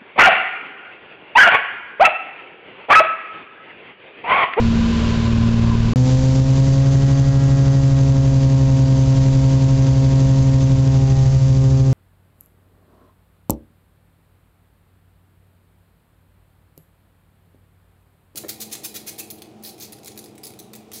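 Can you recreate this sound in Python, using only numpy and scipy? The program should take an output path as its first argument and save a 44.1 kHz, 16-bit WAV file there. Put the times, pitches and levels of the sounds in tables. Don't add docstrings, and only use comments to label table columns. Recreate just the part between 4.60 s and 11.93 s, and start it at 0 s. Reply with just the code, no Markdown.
import sys
import numpy as np
from scipy import signal
from scipy.fft import rfft, irfft
from scipy.io import wavfile

SR = 44100
rng = np.random.default_rng(int(sys.argv[2]) if len(sys.argv) > 2 else 0)


def wrap_up_sound(samples):
    columns = np.atleast_2d(samples).T
    tamed = np.clip(columns, -1, 1)
    steps = np.round(tamed * 32767).astype(np.int16)
    wavfile.write(sys.argv[1], SR, steps)


N = 323241
TIME = np.arange(N) / SR

RUSH_EDGES_HZ = [10, 1250, 4500, 8300]
# [f/Hz, level/dB per Hz]
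CRUISE_AIR = [(12, -50.5), (110, -44.5), (200, -51.5), (420, -55.5), (680, -62), (880, -66.5),
              (1270, -68.5), (1560, -65), (1900, -71), (2600, -68), (4200, -72.5), (5400, -78), (7400, -81)]
FAST_AIR = [(12, -56.5), (22, -42.5), (50, -48.5), (100, -53.5), (160, -51.5), (230, -57), (480, -63.5),
            (750, -71), (980, -68), (1300, -75.5), (3600, -76), (5300, -76.5), (6400, -76), (7400, -78)]
# [roar level/dB, middle level/dB, hiss level/dB]
CRUISE_RUSH_DB = (-27.5, -36, -45)
FAST_RUSH_DB = (-27.5, -40.5, -40.5)
# [roar level/dB, middle level/dB, hiss level/dB]
WINDOW_DB = (-5, -2.5, -1)
# [t/s, level/dB]
AIRFLOW = [(1.37, 1), (1.5, 4.5), (1.75, 3), (2.1, 1.0), (3.4, -1.4), (4.8, .7), (6.0, -0.4), (6.8, 0),
           (7.33, -1.5)]
# [f/Hz, bandwidth/Hz, level/dB against the roar]
CRUISE_LEAKS = [(1014, 95, -11), (1161, 84, -18.5)]
# [f/Hz, bandwidth/Hz, level/dB against the hiss]
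FAST_LEAKS = [(4690, 260, -12.5), (6210, 200, -11.5)]
# [f/Hz, rms level/dB]
HUM = [(40.5, -54), (75.2, -28), (112.8, -31)]
# [multiple of the four-stroke cycle, rms level/dB]
CRUISE_ORDERS = [(1, -30), (2, -29), (3, -35), (4, -26.5), (5, -38), (8, -37), (9, -31), (10, -43.5),
                 (11, -38), (18, -46), (22, -45.5), (30, -50)]
LEAD_ORDERS = [(1, -36), (2, -51), (3, -30.5), (5, -41), (6, -12), (8, -42.5), (9, -42.5), (10, -51),
               (11, -44.5), (12, -22), (15, -54), (18, -39), (24, -32.5), (30, -38.5), (36, -46.5),
               (42, -42), (48, -48), (54, -55.5), (60, -55.5), (66, -60), (72, -56), (78, -64.5),
               (84, -57.5), (90, -62.5)]
SLOW_ORDERS = [(3, -34), (4, -40), (6, -20), (12, -39.5), (18, -48), (24, -56), (30, -60.5), (36, -55.5)]
# [blade harmonic, rms level/dB of the first, share of the second (0-1)]
CRUISE_TONES = [(1, -23.5, 0.87), (2, -20.5, 0.25)]
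CANCEL_S = (.31, .51)
# [t/s, f/Hz]
LEAD_SPEED = [(1.36, 126.92), (1.6, 130.71), (2.0, 134.49), (2.45, 136.62), (3.0, 136.54), (4.3, 133.61),
              (5.5, 134.09), (7.33, 133.0)]
SLOW_SPEED = [(1.36, 119.45), (1.65, 124.1), (3.0, 124.1), (5.7, 121.92), (7.33, 119.6)]
# [f/Hz, half width/Hz, level/dB]
CABIN_MODES = [(257.3, 8, 2.5), (273.2, 4.7, -2), (522, 9.1, 5), (540, 2.7, 1.5), (630, 14, -6),
               (774, 18, 6.5), (822, 5.8, 5), (900, 13, -2), (958, 13, -7.5), (1915, 16, 3)]
# [engine order, t/s, half width/s, dip or peak level/dB, later change/dB]
NODES = [(12, 6.71, .14, -11, -4), (18, 6.8, 0.16, -9.5, 6), (24, 6.55, .3, -2, -2.5),
         (30, 7.05, .4, -4.5, -0.5), (36, 6.5, 0.23, 6.5, 2), (36, 6.83, 0.095, -10.5, -0.5),
         (42, 7.4, .12, -2, -5), (48, 6.73, .08, -9, -2), (54, 6.85, .1, -2, 5.5), (60, 5.9, .15, -8, -3),
         (72, 6.68, .12, -7, -1), (84, 7.05, 0.27, -14, 5)]

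BREAK_FROM_S, BREAK_TO_S = 1.335, 1.359
CRUISE_HZ = 114.5
CRUISE_SLIP_HZ = 0.67
GUST_S, GUST_WIDTH_S, GUST_DB = 0.47, 0.19, 2.5
CRUISE_EASE_DB_PER_S = 1.9
RASP_FROM_HZ, RASP_DB_PER_HZ, RASP_FROM_ORDER = 134.0, 2.5, 54
TURN_S, TURN_LENGTH_S = 6.33, 0.3
WINDOW_S, WINDOW_FADE_S = 6.5, 0.7
NARROW_BAND_HZ, CUTOFF_HZ = 8500, 16000


def from_db(db):
    return 10 ** (np.asarray(db) / 20)


def rms_one(x):
    return x / np.sqrt(np.mean(x ** 2) + 1e-20)


def in_time(rows):
    s, *columns = np.transpose(rows)
    return [np.interp(TIME, s, column) for column in columns]


def bell(x, centre, width):
    return np.exp(-((x - centre) / width) ** 2)


def turned(middle_s, length_s):
    return np.clip((TIME - middle_s) / length_s + 0.5, 0, 1)


def drift(rate):
    step = 100
    r = np.exp(-2 * np.pi * rate * step / SR)
    settle = 1000
    noise = rng.standard_normal(N // step + settle + 2)
    slow = signal.lfilter([1], [1, -2 * r, r * r], noise)[settle:]
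    return np.interp(np.arange(N) / step, np.arange(len(slow)), rms_one(slow))


def tone(cycles, rough, flutter_rate):
    angle = 2 * np.pi * cycles
    in_phase = (1 + rough * drift(flutter_rate)) * np.sin(angle)
    quadrature = rough * drift(flutter_rate) * np.cos(angle)
    return -np.sqrt(2 / (1 + 2 * rough ** 2)) * (in_phase + quadrature)


def rush(spectrum, levels_db, flow_db):
    hz = np.maximum(np.arange(N // 2 + 1) * SR / N, 1)
    at_hz, level_db = np.transpose(spectrum)
    colour = from_db(np.interp(np.log(hz), np.log(at_hz), level_db))
    noise = rfft(rng.standard_normal(N)) * colour
    layers = []
    for low, high, db in zip(RUSH_EDGES_HZ, RUSH_EDGES_HZ[1:], levels_db):
        layer = irfft(noise * (hz >= low) * (hz < high), N)
        layers.append(from_db(db + flow_db) * rms_one(layer))
    return layers


def whistles(rows, gust_db):
    out = 0
    for hz, width_hz, level_db in rows:
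        r = np.exp(-np.pi * width_hz / SR)
        poles = [1, -2 * r * np.cos(2 * np.pi * hz / SR), r * r]
        band = rng.standard_normal(N)
        for _ in range(2):
            band = signal.lfilter([1, 0, -1], poles, band)
        out = out + from_db(level_db) * rms_one(band * from_db(gust_db * drift(7)))
    return out


def blade_wash(passes, depth, sharpness, uneven, gust_db):
    puff = np.exp(sharpness * (np.cos(2 * np.pi * passes) - 1))
    per_turn = np.cos(2 * np.pi * passes / 3)
    slap = 1 + depth * puff * (1 + uneven * per_turn)
    return rms_one(slap * from_db(gust_db * drift(35)))


def low_hum():
    return sum(from_db(db) * tone(hz * TIME + rng.random(), rough=0.17, flutter_rate=0.81) for hz, db in HUM)


def slipping_tones(passes):
    drone = 0
    for (harmonic, db, share), cancel_s in zip(CRUISE_TONES, CANCEL_S):
        slipped = passes - CRUISE_SLIP_HZ * (TIME - cancel_s)
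        first = tone(round(harmonic) * passes, rough=0.04, flutter_rate=7.8)
        second = tone(round(harmonic) * slipped, rough=0.04, flutter_rate=7.8)
        drone = drone + from_db(db) * (first - share * second)
    return drone


def blade_passes(hz):
    count = np.cumsum(hz) / SR
    return count - np.interp(BREAK_TO_S, TIME, count)


def harmonic_db(order, blade_hz):
    line_hz = blade_hz * order / 6
    db = sum(mode_db * bell(line_hz, hz, width_hz) for hz, width_hz, mode_db in CABIN_MODES)
    if order >= RASP_FROM_ORDER:
        db = db + RASP_DB_PER_HZ * np.maximum(blade_hz - RASP_FROM_HZ, 0)
    for node_order, s, width_s, depth_db, after_db in NODES:
        if round(node_order) == order:
            db = db + depth_db * bell(TIME, s, width_s)
            db = db + after_db * turned(TURN_S, TURN_LENGTH_S)
    return db


def engine_lines(passes, orders, blade_rough, rough_per_harmonic, cylinder_rough, flutter_rate, scatter):
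    for order, level_db in orders:
        order = round(order)
        harmonic = order / 6
        if harmonic == round(harmonic):
            delay = scatter * (harmonic - 1) ** 2 * rng.standard_normal()
            rough = blade_rough + rough_per_harmonic * harmonic
        else:
            delay = rng.random()
            rough = cylinder_rough
        yield order, from_db(level_db) * tone(harmonic * passes + delay, rough, flutter_rate)


def cruise():
    passes = CRUISE_HZ * TIME
    flow_db = GUST_DB * bell(TIME, GUST_S, GUST_WIDTH_S)
    roar, middle, hiss = rush(CRUISE_AIR, CRUISE_RUSH_DB, flow_db)
    middle = middle * from_db(-CRUISE_EASE_DB_PER_S * TIME)
    leak = from_db(CRUISE_RUSH_DB[0]) * whistles(CRUISE_LEAKS, gust_db=2.0)
    wash = blade_wash(passes, depth=0.14, sharpness=1.8, uneven=0.6, gust_db=0.0)
    air = (roar + middle + hiss + leak) * wash
    lines = engine_lines(passes, CRUISE_ORDERS, blade_rough=0.17, rough_per_harmonic=0.045,
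                         cylinder_rough=0.26, flutter_rate=2.2, scatter=0.034)
    lumps = sum(wave for order, wave in lines)
    return from_db(1.5) * (slipping_tones(passes) + lumps + air)


def fast():
    (lead_hz,), (slow_hz,), (flow_db,) = in_time(LEAD_SPEED), in_time(SLOW_SPEED), in_time(AIRFLOW)
    lead = blade_passes(lead_hz) - 0.3
    slow = blade_passes(slow_hz) + 0.12

    at_window = turned(WINDOW_S, WINDOW_FADE_S)
    layers = rush(FAST_AIR, FAST_RUSH_DB, flow_db)
    roar, middle, hiss = [layer * from_db(db * at_window) for layer, db in zip(layers, WINDOW_DB)]
    leak = from_db(FAST_RUSH_DB[2] + flow_db) * whistles(FAST_LEAKS, gust_db=3.5)
    wash = blade_wash(lead, depth=0.32, sharpness=1.8, uneven=0.87, gust_db=0.67)
    chopped = (middle + hiss + leak) * wash

    slow_lines = engine_lines(slow, SLOW_ORDERS, blade_rough=0.025, rough_per_harmonic=0.046,
                              cylinder_rough=0.22, flutter_rate=2.1, scatter=0.026)
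    slow_drone = sum(wave for order, wave in slow_lines)
    lead_lines = engine_lines(lead, LEAD_ORDERS, blade_rough=0.006, rough_per_harmonic=0.0085,
                              cylinder_rough=0.18, flutter_rate=3, scatter=0.014)
    lead_drone = sum(wave * from_db(harmonic_db(order, lead_hz)) for order, wave in lead_lines)
    return from_db(0.5) * (roar + chopped + low_hum() + slow_drone + lead_drone)


def scene():
    in_cruise = TIME < (BREAK_FROM_S + BREAK_TO_S) / 2
    return np.where(in_cruise, cruise(), fast())[None]


def limiter(x, ceiling_db, release_db_per_s, attack_s):
    level_db = 20 * np.log10(np.abs(x).max(axis=0) + 1e-9)
    over_db = np.maximum(level_db - ceiling_db, 0)
    release_db = release_db_per_s * TIME
    held_db = np.maximum.accumulate(over_db + release_db) - release_db
    r = np.exp(-1 / (attack_s * SR))
    return x * from_db(-signal.lfilter([1 - r], [1, -r], held_db))


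def low_pass(x, edge_hz):
    return signal.sosfilt(signal.cheby2(14, 62, edge_hz, fs=SR, output="sos"), x)


def record(dry):
    limited = limiter(dry, ceiling_db=-7.0, release_db_per_s=76.5, attack_s=0.00099)
    narrow = low_pass(limited, NARROW_BAND_HZ)
    sounding = np.clip((BREAK_FROM_S - TIME) / 0.0004, 0, 1) + (TIME >= BREAK_TO_S)
    return low_pass(narrow * sounding, CUTOFF_HZ)


dry = scene()
out = record(dry)
wrap_up_sound(out)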